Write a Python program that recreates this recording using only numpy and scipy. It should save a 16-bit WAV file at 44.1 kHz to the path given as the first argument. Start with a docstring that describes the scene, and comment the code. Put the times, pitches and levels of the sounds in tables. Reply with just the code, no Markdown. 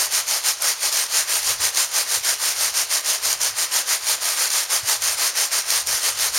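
"""Outdoors, at a plastic cooler, a flexible auger turns in a hose and pours small coal onto a heap.
Each turn of the screw displaces one surge of grains, about six a second. Their many brief impacts
sum to a rattle, and the heap goes on sliding in between. A few larger pieces chink, and the box adds
its resonances and short echoes. A light breeze buffets the single microphone; one soft bump sounds."""
import sys
import numpy as np
from scipy import signal
from scipy.fft import rfft, irfft
from scipy.io import wavfile
from scipy.ndimage import uniform_filter1d

SR = 44100
rng = np.random.default_rng(int(sys.argv[2]) if len(sys.argv) > 2 else 0)


def waveform_to_disk(signal):
    """Save audio, clipped to [-1, 1], as 16-bit WAV at the path in sys.argv[1]."""
    frames = np.transpose(np.atleast_2d(signal))
    scaled = np.clip(frames, -1, 1) * 32767
    samples = np.round(scaled).astype(np.int16)
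    wavfile.write(sys.argv[1], SR, samples)


N = 281358
TIME = np.arange(N) / SR
HZ = np.fft.rfftfreq(N, 1 / SR)


def amp(db):
    """Amplitude ratio of a level in decibels."""
    return 10 ** (np.asarray(db) / 20)


def unit(x):
    """Normalisation to rms 1."""
    return x / np.sqrt(np.mean(x ** 2) + 1e-20)


def add(mix, start_s, sound):
    """Superposition: a sound joins the mix at its start time."""
    part = mix[max(round(start_s * SR), 0):][:len(sound)]
    part += sound[:len(part)]


def colour(x, points):
    """Minimum-phase filtering by (Hz, dB) points: it is causal, so clicks keep their sharp front."""
    hz, db = np.transpose(points)
    log_gain = np.log(amp(np.interp(np.log(HZ + 1), np.log(hz), db)))
    causal_window = 1 + np.sign(N / 2 - np.arange(N)) - (TIME == 0)
    cepstrum = irfft(log_gain, N) * causal_window
    return irfft(rfft(x) * np.exp(rfft(cepstrum)), N)


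def wander(rate_hz):
    """Low-pass noise: a random drift of rms 1, mostly slower than the rate."""
    return unit(irfft(rfft(rng.standard_normal(N)) / (1 + (HZ / rate_hz) ** 4), N))


# Spectrum of the breeze and outdoor rumble: (frequency [Hz], relative level [dB])
BREEZE_SPECTRUM = [(15, -19), (30, -7), (55, -3.5), (80, -3), (110, -2.5), (170, -12.5), (260, -19),
                   (600, -25), (3000, -60)]

def breeze(level_db=-64.0, swell_db=2.5):
    """Turbulence: slow pressure fluctuations in moving air make a low, uneven rumble."""
    rumble = colour(rng.standard_normal(N), BREEZE_SPECTRUM)
    return amp(level_db) * unit(rumble * amp(swell_db * wander(2.2)))


# Gusts on the microphone: (time [s], level [dB], Gaussian half width [s])
GUST_EVENTS = [(1.5, -53, .07), (1.63, -47, 0.03), (2.19, -52, .025), (2.622, -59, 0.071),
               (3.27, -52, 0.028), (3.526, -59, .03), (5.057, -54, 0.074), (5.792, -55, 0.064),
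               (5.925, -49, 0.036), (6.255, -54.5, 0.14)]
# Spectrum of a gust: (frequency [Hz], relative level [dB])
GUST_SPECTRUM = [(15, -20), (35, -9), (70, -0.5), (120, -2.5), (160, -14.5), (230, -19), (600, -57),
                 (3000, -80)]

def gusts():
    """Wind noise: passing eddies press on the microphone in short, low swells."""
    envelope = sum(amp(db) * np.exp(-((TIME - s) / width) ** 2 / 2) for s, db, width in GUST_EVENTS)
    return envelope * unit(colour(rng.standard_normal(N), GUST_SPECTRUM))


def thud(start_s=4.828, level_db=-37.0, hz=105, swell_s=0.0046):
    """A damped oscillation with a gradual onset, heard as one soft, low bump."""
    t = np.maximum(TIME - start_s, 0)
    envelope = (t / swell_s / 2) ** 2 * np.exp(2 - t / swell_s)
    return amp(level_db) * envelope * np.sin(2 * np.pi * hz * t)


# Air modes of the cooler and the hose mouth: (frequency [Hz], bandwidth [Hz], boost [dB])
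CAVITY_MODES = [(416, 41, 0.5), (643, 180, 2), (1063, 85, 2.5), (2140, 36, 1.5), (3080, 83, 2.5)]

def cooler(x, echo_db=-17, decay_s=0.0042, echo_count=40):
    """Cavity resonance colours the rattle; the lid and the wall behind return early reflections."""
    boost_db = sum(db / (1 + (2 * (HZ - hz) / width) ** 2) for hz, width, db in CAVITY_MODES)
    delay_s = rng.uniform(.002, .035, echo_count)
    taps = np.zeros(N)
    taps[(delay_s * SR).astype(int)] = rng.choice([-1, 1], echo_count) * np.exp(-delay_s / decay_s)
    echoes = signal.fftconvolve(x, np.trim_zeros(taps, "b") / np.linalg.norm(taps))[:N]
    return irfft(rfft(x + amp(echo_db) * echoes) * amp(boost_db), N)


def landing_spot(x, depth_db=0.8, patch_bins=9, patch_frames=24):
    """Spectral modulation: the landing spot wanders, so each surge has a slightly different colour."""
    spectrogram = signal.stft(x, nperseg=512, noverlap=384)[2]
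    patches = uniform_filter1d(rng.standard_normal(spectrogram.shape), patch_bins, axis=0)
    patches = unit(uniform_filter1d(patches, patch_frames, axis=1))
    return signal.istft(spectrogram * amp(depth_db * patches), nperseg=512, noverlap=384)[1][:N]


# Spectrum of the sliding heap's duller rustle: (frequency [Hz], relative level [dB])
SLIDE_SPECTRUM = [(60, -36), (220, -21.5), (400, -8), (650, -4), (1300, -0.5), (3500, -2), (4400, 1.5),
                  (6500, 1), (9000, -5.5), (15500, -28)]

def slide(flow_db, level_db=-31, follow=0.43, grit_db=2.0):
    """Friction noise: settling coal rubs and rolls down the heap, following the surges only loosely."""
    grit = rng.standard_normal(N) * amp(grit_db * wander(1300))
    return amp(level_db) * unit(colour(grit * amp(follow * flow_db), SLIDE_SPECTRUM))


def impact(centre_hz, decay_s, octaves):
    """Impact transient of one piece of coal: a heavily damped noise burst around its own pitch."""
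    t = TIME[:1024]
    crack = rng.standard_normal(len(t)) * np.exp(-t / decay_s)
    edges_hz = np.clip(centre_hz * 2 ** (np.array([-.5, .5]) * octaves), 20, SR / 2 - 20)
    return signal.sosfilt(signal.butter(1, edges_hz, "band", fs=SR, output="sos"), crack)


# Collisions of larger pieces: (time [s], relative peak level [dB], centre frequency [Hz])
CHINK_EVENTS = [(0.2867, -11, 6750), (0.621, -7, 8750), (0.9258, -9, 6700), (1.772, -4.5, 6110),
                (2.8138, -8, 6450), (3.3278, -4, 6200), (3.4145, -7.5, 6420), (3.4324, -6, 7000),
                (4.5027, -10, 7000), (5.02, -11, 6470), (5.0376, -9, 6450), (5.7034, -6.5, 6370),
                (5.8706, -8.5, 7220)]

def chinks(gain_db=-0.5, attack_s=0.00084):
    """Damped ringing: larger pieces strike each other and sound briefly in a narrow, bright band."""
    out = np.zeros(N)
    for start_s, db, hz in CHINK_EVENTS:
        crack = impact(hz, decay_s=0.0023, octaves=0.54)
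        crack *= 1 - np.exp(-TIME[:len(crack)] / attack_s)
        add(out, start_s, amp(db + gain_db) * crack / abs(crack).max())
    return out


def surge(start_s, length_s, strength_db, attack_s, release_s=0.0068, arch_db=5.0, crest_at=0.48,
          trickle_db=-17.5, trickle_s=0.09):
    """Power envelope of one turn's load: it breaks from the hose, arches, runs dry and trickles."""
    t = TIME - start_s
    opened = (1 + np.tanh(t / attack_s / 2)) / 2
    emptied = (1 + np.tanh((t - length_s) / release_s / 2)) / 2
    progress = np.clip(t / length_s, 0, 1)
    arch = amp(-arch_db * (2 * (progress - crest_at)) ** 2)
    trickle = amp(trickle_db) * np.exp(-np.maximum(t - length_s, 0) / trickle_s / 2)
    # Each turn carries about the same load, so a longer surge is thinner: 1 dB per doubling.
    thinning_db = np.log2(length_s / 0.097)
    crest = amp(-18.5 + strength_db - thinning_db)
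    return crest ** 2 * opened * ((1 - emptied) * arch ** 2 + emptied * trickle ** 2)


# One surge for each turn of the screw: (start [s], length [s], relative level [dB], attack [s])
AUGER_TURNS = [(-0.049, 0.12, 0.2, 0.0058), (0.114, 0.102, 0.15, 0.0039), (0.275, 0.12, -0.2, 0.0037),
               (0.441, 0.086, 0.75, 0.0035), (0.622, 0.11, 1.0, 0.0073), (0.816, 0.088, -0.6, 0.007),
               (0.92, 0.13, 0.1, 0.0047), (1.121, 0.11, 0.96, 0.0094), (1.282, 0.12, -0.0, 0.0058),
               (1.446, 0.1, 0.94, 0.031), (1.603, 0.097, 0.3, 0.0046), (1.754, 0.1, 1.54, 0.0077),
               (1.935, 0.098, 0.5, 0.0079), (2.089, 0.1, 0.3, 0.016), (2.239, 0.11, 0.2, 0.0049),
               (2.409, 0.12, 0.1, 0.0097), (2.574, 0.127, 0.5, 0.023), (2.744, 0.1, -0.2, 0.0051),
               (2.902, 0.099, -0.5, 0.0051), (3.049, 0.12, 0, 0.0054), (3.23, 0.12, -0.04, 0.0069),
               (3.403, 0.098, -1.5, 0.0015), (3.57, 0.091, -1.2, 0.0065), (3.72, 0.1, 0.3, 0.0059),
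               (3.875, 0.096, -0.2, 0.0047), (4.06, 0.095, 0.5, 0.014), (4.214, 0.14, -1.1, 0.0032),
               (4.362, 0.123, 0, 0.0084), (4.503, 0.14, -0.5, 0.002), (4.699, 0.099, -0.1, 0.0051),
               (4.866, 0.096, 0.5, 0.0093), (5.017, 0.133, -0.8, 0.0035), (5.177, 0.13, 0.3, 0.0042),
               (5.357, 0.11, 0.55, 0.0042), (5.516, 0.097, -0.0, 0.0043), (5.677, 0.14, 0.3, 0.0105),
               (5.865, 0.14, -1.3, 0.0021), (6.02, 0.1, 0, 0.0053), (6.176, 0.12, 0.1, 0.012),
               (6.337, 0.068, -0.4, 0.0043)]

def auger_flow(dribble_db=-38, lumps_db=0.21, lumps_hz=20):
    """Incoherent addition: lumpy surges and a steady dribble sum in power to a flow level in dB."""
    power = amp(dribble_db) ** 2 + sum(surge(*turn) for turn in AUGER_TURNS)
    return 10 * np.log10(power) + lumps_db * wander(lumps_hz)


# Spectrum of grains striking the heap: (frequency [Hz], relative level [dB])
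STRIKE_SPECTRUM = [(60, -55), (200, -31), (400, -17), (630, -11), (1100, -8), (1900, -4.5), (2800, -7),
                   (3750, -6.5), (4250, -2), (6200, 0.83), (8900, 0.3), (10800, -6), (11900, -6.5),
                   (15500, -16)]

def pour(flow_db, base_hits_per_s=12500, spread_db=2.5, clump_db=0.77, contrast=1.12, crowding=.4,
         gain_db=-0.13, size_count=30):
    """Shot noise: grains of many sizes hit the heap; a fuller flow brings more and harder blows."""
    strength_db = contrast * (flow_db - flow_db.mean()) + clump_db * wander(160)
    density = amp(2 * crowding * strength_db)  # crowding: the share of a rise due to more hits
    hits = rng.random(N) < base_hits_per_s * density / SR
    scatter_db = spread_db * np.minimum(rng.exponential(1, N), 4)
    blows = hits * amp(scatter_db + (1 - crowding) * strength_db)
    sizes = rng.integers(0, size_count, N)
    grains = np.zeros(N)
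    for size, centre_hz in enumerate(np.geomspace(900, 14000, size_count)):
        crack = unit(impact(centre_hz, decay_s=0.00054, octaves=2.85)) * np.sqrt(centre_hz)
        grains += signal.oaconvolve(blows * (sizes == size), crack)[:N]
    # Whiten the mix of sizes, so that the heap alone sets the overall colour.
    spectrum = rfft(grains)
    smoothed_power = uniform_filter1d(abs(spectrum) ** 2, size=500)
    grains = irfft(spectrum / np.sqrt(smoothed_power + 1e-12), N)
    flow_rms = np.sqrt(np.mean(amp(2 * flow_db)))
    return amp(gain_db) * flow_rms * unit(colour(grains, STRIKE_SPECTRUM))


def scene():
    """Superposition of coal, wind and bump at one microphone, the same in both channels."""
    flow_db = auger_flow()
    coal = landing_spot(pour(flow_db) + slide(flow_db)) + chinks()
    mono = cooler(coal) + breeze() + gusts() + thud()
    return np.array([mono, mono])


def record(dry, notch_hz=7870, notch_width_hz=950, leak_db=-26, cutoff_hz=15900):
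    """Band-stop and low-pass filtering: a deep notch in the treble and a steep upper band edge."""
    b, a = signal.iirnotch(notch_hz, notch_hz / notch_width_hz, fs=SR)
    notched = signal.lfilter(b, a, dry) + amp(leak_db) * dry
    lowpass = signal.firwin(511, cutoff_hz, window=("kaiser", 9), fs=SR)
    return signal.oaconvolve(notched, lowpass[None], "same")


dry = scene()
out = record(dry)
waveform_to_disk(out)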